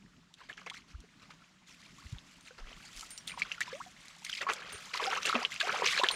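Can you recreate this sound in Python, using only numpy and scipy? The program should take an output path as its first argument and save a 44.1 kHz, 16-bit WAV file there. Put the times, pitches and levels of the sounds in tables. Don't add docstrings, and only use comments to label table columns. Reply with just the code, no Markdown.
import sys
import numpy as np
from scipy import signal
from scipy.fft import rfft, irfft, next_fast_len
from scipy.io import wavfile
from scipy.ndimage import uniform_filter1d, map_coordinates

SR = 44100
rng = np.random.default_rng(int(sys.argv[2]) if len(sys.argv) > 2 else 0)


def master_out(mix):
    frames = np.transpose(np.atleast_2d(mix))
    ceiling = np.clip(frames, -1, 1)
    pcm = np.round(ceiling * 32767).astype(np.int16)
    wavfile.write(sys.argv[1], SR, pcm)


N = 271215


def amp(db):
    return 10 ** (np.asarray(db) / 20)


def unit(x):
    return x / np.sqrt(np.mean(x ** 2) + 1e-20)


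def curves(rows):
    s, *cols = np.transpose(rows)
    return [np.interp(np.arange(N) / SR, s, col) for col in cols]


def wobble(rate):
    knots = rng.standard_normal(int(N * rate / SR) + 4)
    return map_coordinates(knots, [np.arange(N) * rate / SR])


def filtered(x, response):
    m = next_fast_len(N + 8192)
    gain = response(np.fft.rfftfreq(m, 1 / SR))
    return irfft(rfft(x, m) * gain, m)[..., :N]


def coloured(x, points):
    f, db = np.transpose(points)
    return unit(filtered(x, lambda hz: amp(np.interp(np.log(hz + 1), np.log(f), db))))


def rush(points, patchy_db):
    z = signal.stft(rng.standard_normal(N), nperseg=256)[2]
    field = rng.standard_normal(z.shape)
    field = uniform_filter1d(uniform_filter1d(field, 5, 0), 9, 1)
    patchy = signal.istft(z * amp(patchy_db * unit(field)), nperseg=256)[1][:N]
    return coloured(patchy, points)


def rings(s, hz, db, t60, rise, size, onset=0.22, life=1):
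    burst_t60 = 0.031
    t = np.arange(size) / SR
    hz, db, t60, rise, onset, life = (np.reshape(v, (-1, 1)) for v in (hz, db, t60, rise, onset, life))
    turns = hz * t * (1 + 2.25 * np.clip(rise, 0, 3) * t / t60)
    fade_db = 60 * (t / t60 + np.maximum(t - life, 0) / burst_t60)
    attack = 1 - np.exp(-hz * t / onset)
    wave = amp(db - fade_db) * np.sin(2 * np.pi * turns) * attack
    at = np.round(np.asarray(s) * SR).astype(int)[:, None] + np.arange(size)
    return np.bincount(at.ravel(), wave.ravel(), N + size)[:N]


def grains(count, hz, spread, cycles, scatter_db, size, rise=0.095):
    when, loud, place = rng.random((count, 3)).T
    pitch = hz * np.exp(spread * (2 * place - 1))
    level_db = -scatter_db * np.log(loud + .02)
    return unit(rings(when * (N - 1) / SR, pitch, level_db, cycles / pitch, 0 * pitch + rise, size, onset=1.1))


def bursts(rows, t60):
    out, t = np.zeros(N + 2000), np.arange(2000) / SR
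    for s, db in rows:
        envelope = amp(db - 60 * t / t60) * (1 - np.exp(-t / 0.001))
        out[round(s * SR):][:2000] += envelope * rng.standard_normal(2000)
    return out[:N]


def hum():
    pitch_hz = 172 * np.exp(.08 * wobble(4) + .05 * wobble(30))
    return amp(-71.5 + 4.5 * wobble(9)) * np.sin(2 * np.pi * np.cumsum(pitch_hz) / SR)


def breeze():
    # (centre time [s], envelope peak level [dB], pitch [Hz])
    puffs = [(0.955, -37.5, 63.2), (0.994, -46, 49.7), (2.064, -40.5, 71.6), (2.132, -31.5, 114),
             (2.159, -42.5, 48.7), (2.634, -39.5, 27.8), (2.679, -48, 33), (2.765, -53, 32),
             (2.98, -49, 31.8), (4.754, -49.5, 85)]
    puff_cycles = 1.33
    out, t = np.zeros(N), np.arange(N) / SR
    for s, db, hz in puffs:
        swell = np.exp(-(2 * hz * (t - s) / puff_cycles) ** 2)
        out += amp(db) * swell * np.sin(2 * np.pi * hz * (s - t))
    return out


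def creek():
    # (time [s], murmur level [dB], ripple level [dB])
    flow = [(0, -60, -69), (.3, -71, -70), (.6, -63.5, -66), (1.5, -67, -66.5), (3.4, -64, -60),
            (4.2, -67.5, -64), (6.15, -62.5, -49)]
    # (frequency [Hz], relative level [dB])
    deep = [(15, -66), (30, -3.5), (90, -10.5), (170, -1.5), (280, -6.5), (450, -20.5), (900, -58)]
    # (frequency [Hz], relative level [dB])
    ripple_tone = [(300, -22), (600, 2.5), (850, 0.5), (1100, 5.5), (3200, 2.5), (7200, -3.5), (8500, -12),
                   (16000, -29)]
    murmur_db, ripple_db = curves(flow)
    murmur = amp(murmur_db + 1.8 * wobble(6)) * rush(deep, patchy_db=2.5)
    bubbles = grains(count=160, hz=1500, spread=.7, cycles=45, scatter_db=3.4, size=1200, rise=.35)
    ripples = rush(ripple_tone, patchy_db=1.5) + .5 * bubbles
    return murmur + amp(ripple_db + 1.26 * wobble(6.0)) * ripples


def banks(x):
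    t = np.arange(SR // 8) / SR
    tail = rng.standard_normal(len(t)) * amp(-60 * t / 0.035)
    return signal.fftconvolve(np.pad(x, (120, 0)), tail / np.linalg.norm(tail))[:N]


def ticks():
    # (time [s], level before filtering [dB])
    tick_rows = [(0.339, -36), (0.698, -27.5), (1.0034, -34), (2.4089, -32.5), (2.9633, -24), (2.994, -20),
                 (3.0091, -19), (3.177, -17), (3.395, -21), (3.6057, -14), (4.082, -28.5), (4.248, -14),
                 (4.526, -23), (4.5345, -13), (5.053, -18), (5.258, -10.5), (5.541, -21.5)]
    clicks = bursts(tick_rows, t60=.011)
    return filtered(clicks, lambda f: (f / 4000) ** 2 / (1 + (f / 4000) ** 2) / (1 + (f / 8000) ** 6))


def collar():
    # (time [s], base level of ring and click [dB])
    strikes = [(2.427, -72), (3.1053, -51.5), (3.1797, -62), (3.273, -51.5), (4.2423, -62), (4.727, -52.5),
               (6.114, -48)]
    # (pitch [Hz], level relative to the strike [dB], t60 [s])
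    modes = [(8945, 5.5, .2), (15050, -20, .18)]
    # (time [s], pitch [Hz], starting level [dB], t60 [s])
    ping = (3.182, 5640, -42, .07)
    s, level = np.transpose(strikes)
    ring = sum(rings(s, hz + 0 * s, level + db, t60 + 0 * s, 0 * s, size=9000) for hz, db, t60 in modes)
    swing = amp(2.8 * wobble(60))
    click = filtered(bursts(strikes, t60=0.01), lambda f: f / (f + 5000) / (1 + (f / 11000) ** 5))
    return swing * ring + amp(28.0) * click + rings(*np.transpose([ping]), [0], size=4000)


def drops():
    # (time [s], pitch [Hz], starting level [dB])
    slaps = [(.341, 3550, -34), (0.529, 3000, -30.5), (0.578, 1635, -30.5), (.666, 1040, -32.5),
             (.675, 2090, -27.5), (0.699, 2100, -26), (0.7, 3400, -23), (.744, 1390, -36),
             (1.038, 418, -46.5), (1.198, 4000, -43), (2.716, 647, -41.5), (2.73, 2870, -33),
             (2.1847, 3450, -29.5), (3.277, 3500, -18), (3.2962, 2770, -26), (3.3753, 937, -25.5),
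             (3.4195, 2260, -14.5), (3.517, 2730, -14), (3.607, 1770, -16), (3.71, 1610, -38),
             (4.4145, 1880, -15.5), (4.467, 1060, -18), (4.478, 1120, -21), (4.489, 1250, -16),
             (4.499, 1420, -13), (4.621, 1575, -25.5), (4.998, 1090, -19), (5.04, 3490, -14),
             (5.114, 1200, -25), (5.125, 920, -18), (5.131, 1780, -16.5), (5.155, 2830, -16.5),
             (5.2532, 2700, -12.5), (5.2961, 1288, -12.5), (5.3277, 1290, -13), (5.3529, 1200, -13.5),
             (5.3535, 2480, -9), (5.36, 630, -16.5), (5.4501, 2930, -6), (5.562, 2530, -22.5),
             (5.6035, 3460, -10.5), (5.611, 2610, -15), (5.673, 918, -22), (5.6939, 1420, -11.5),
             (5.743, 843, -17), (5.795, 490, -27), (5.821, 940, -13.5), (5.82, 493, -20.5),
             (5.8342, 395, -24), (5.841, 996, -23), (5.874, 3210, -12), (5.898, 2010, -24),
             (5.977, 1640, -13), (5.996, 557, -19.5), (6.0341, 996, -9.5), (6.035, 366, -21.5),
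             (6.0367, 3600, -8.5), (6.043, 1720, -9), (6.087, 3240, -4), (6.091, 3150, -10.5)]
    # (time [s], pitch [Hz], starting level [dB])
    trapped = [(0.414, 1025, -44), (0.4971, 1740, -31), (1.42, 1350, -51.5), (2.507, 498, -47.5),
               (2.508, 1510, -43), (3.027, 1300, -40.5), (3.3176, 2357, -32), (3.339, 1040, -41),
               (3.4195, 2270, -20), (3.58, 1400, -36.5), (3.614, 1890, -19), (3.678, 980, -36.5),
               (3.718, 1670, -38), (3.862, 718.5, -46.5), (4.2655, 2200, -31.5), (4.296, 1535, -33),
               (4.329, 3050, -23.5), (4.534, 3460, -29), (4.9468, 1005, -29.5), (5.004, 960, -29.5),
               (5.269, 2850, -21), (5.6109, 1604, -19), (5.866, 485, -36), (5.926, 1164, -31),
               (5.997, 2770, -19), (6.0137, 999, -21.5), (6.105, 1050, -29), (6.1114, 4090, -17.5)]
    # (time [s], starting pitch [Hz], starting level [dB], t60 [s],
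    # pitch rise while fading 13 dB [share], life until it bursts [s])
    gulps = [(.403, 1300, -46.5, 0.057, .5, 0.0092), (0.71, 680, -38, 0.084, 1.5, 0.0084),
             (1.981, 1026, -51.5, 0.142, 0.5, .04), (3.51, 1247, -35, 0.092, 1.3, 0.0084),
             (3.727, 480, -33, 0.19, 0.35, 0.056), (3.801, 798, -30, 0.1, 1.2, 0.016),
             (5.035, 447.4, -27.5, 0.048, 1.3, .02), (5.07, 780, -34, 0.21, 0, 0.024),
             (5.162, 752, -28.5, 0.194, 1.45, 0.022), (5.35, 240, -24.5, 0.13, 0, 0.082),
             (5.414, 596, -29, 0.14, 1.0, 0.031), (5.629, 599, -30, 0.11, 0.3, 0.0324)]
    slap_cycles, bubble_cycles = 15, 45
    s, hz, db = np.transpose(slaps + trapped)
    t60 = np.repeat([slap_cycles, bubble_cycles], [len(slaps), len(trapped)]) / hz
    out = rings(s, hz, db, t60, 0 * s + 0.017, size=2000, onset=0.9)
    for late, pitch, quiet in rng.random((len(s), 3, 3)).T:
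        small_hz = hz * (.8 + 1.3 * pitch)
        small_db = db - 13.5 - 9 * quiet
        out += rings(s + 0.0084 * late, small_hz, small_db, 18 / small_hz, 0 * s + 0.08, size=1200)
    *pocket, rise, life = np.transpose(gulps)
    swell = 0.77 + 4 * rise
    shaken = amp(2.5 * wobble(130))
    return out + shaken * rings(*pocket, rise, size=7000, onset=swell, life=life)


def surges():
    # (time of full strength [s], hold [s], slosh level before mixing [dB], gurgle relative to slosh [dB])
    splashes = [(0.386, 0.063, -61.5, -6.5), (0.494, 0.016, -53, -1.5), (0.577, 0.037, -58.5, 1),
                (0.664, 0.00465, -50, 5), (0.738, 0.04, -51.5, -19.5), (1.222, 0.017, -58.5, -7),
                (1.305, 0.014, -57, -7.5), (2.584, 0.014, -56, 3.5), (2.668, 0.0562, -59.5, 0),
                (3.289, 0.03, -47, -14), (3.4, 0.14, -51.5, -10), (3.61, 0.0071, -36.5, -30),
                (3.658, 0.083, -53.5, -7), (4.248, 0.018, -44, -44), (4.289, 0.025, -43.5, -36),
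                (4.337, 0.0526, -41.5, -49.5), (4.412, 0.014, -42, 1.5), (4.491, 0.015, -39, 4.5),
                (4.497, 0.24, -53.5, 1.5), (4.938, 0.036, -38.5, -12.5), (5.009, 0.059, -41.5, 4),
                (5.104, 0.068, -40, -1.5), (5.22, 0.099, -40.5, -41), (5.257, 0.03, -32.5, -7.5),
                (5.345, 0.012, -41.5, 11), (5.378, 0.055, -43.5, -1.5), (5.513, 0.039, -42.5, -23),
                (5.602, 0.012, -32.5, -21), (5.665, 0.1375, -41.5, 1.5), (5.855, 0.07, -30.5, -44),
                (5.942, 0.051, -34.5, -16), (6.05, 0.022, -45, 5.5), (6.1, 0.054, -47, 3)]
    # (time of full strength [s], hold [s], level before mixing [dB], treble relative to that [dB])
    rustles = [(0.885, 0.029, -60, -5.5), (1.682, 0.067, -59, -2), (1.797, 0.1, -61.5, -4),
               (1.967, 0.16, -61.5, 0), (2.268, 0.088, -64, 0.5), (2.454, 0.025, -56, -3.5),
               (2.823, 0.296, -58.5, 1), (2.957, 0.088, -58, 8.5), (3.277, 0.0118, -48, 1),
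               (3.384, 0.014, -46, -4), (3.743, 0.14, -59, 2), (4.006, 0.22, -60.5, -0.5),
               (4.744, 0.16, -52.5, -2.5)]
    splash_spray_db, rustle_gurgle_db = -8.5, -18.5
    swell_s, swell_share = 0.0019, 0.49
    settle_s, settle_share = 0.086, 1.67
    rows = [(*row, splash_spray_db) for row in splashes]
    rows += [(*row, rustle_gurgle_db, treble) for *row, treble in rustles]
    power, t = np.zeros((3, N + SR)), np.arange(SR) / SR
    for s, length, slosh_db, gurgle_db, spray_db in rows:
        lead = swell_s + swell_share * length
        swell = np.clip(t / lead, 0, 1) ** 2
        settle = amp(-60 * np.maximum(t - lead - length, 0) / (settle_s + settle_share * length))
        level = amp(slosh_db + np.array([[0], [gurgle_db], [spray_db]]))
        power[:, round((s - lead) * SR):][:, :SR] += (level * swell * settle) ** 2
    return np.sqrt(power[:, :N])


def wading():
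    # (frequency [Hz], relative level [dB])
    slosh_tone = [(700, -37), (1200, -15), (2200, -14), (3200, 12), (5000, 6.5), (7300, -61)]
    # (frequency [Hz], relative level [dB])
    spray_tone = [(3500, -10), (6000, 0), (7300, 1.5), (8200, -4.5), (12000, -14.5), (16000, -30)]
    slosh_gain, gurgle_gain, spray_gain = surges()
    clump = amp(2.2 * wobble(120))
    gurgle = grains(count=4200, hz=780, spread=.8, cycles=19, scatter_db=3, size=800, rise=.2)
    burble = grains(count=5000, hz=1783, spread=0.526, cycles=23.0, scatter_db=4.0, size=340)
    fizz = grains(count=5500, hz=3372, spread=0.59, cycles=29.3, scatter_db=4.0, size=300)
    crackle = rng.standard_normal(N) * (rng.random(N) < .03) * amp(3 * rng.standard_normal(N))
    slosh = .7 * fizz + .3 * rush(slosh_tone, patchy_db=6)
    spray = .5 * coloured(crackle, spray_tone) + 0.49 * rush(spray_tone, patchy_db=-4.5)
    burble_gain = np.sqrt(gurgle_gain * slosh_gain)
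    low = gurgle_gain * amp(-4.5) * gurgle + burble_gain * amp(2.0) * burble
    high = slosh_gain * amp(1.5) * slosh + spray_gain * amp(-1.5) * spray
    return low + clump * high


def scene():
    plops = filtered(drops(), lambda f: f ** 2 / (f ** 2 + 150 ** 2))
    near = plops + ticks() + collar()
    return (near + amp(-7.0) * banks(near) + wading() + creek() + hum() + breeze())[None]


def record(dry):
    top_hz = 15900
    return filtered(dry, lambda hz: hz < top_hz)


dry = scene()
out = record(dry)
master_out(out)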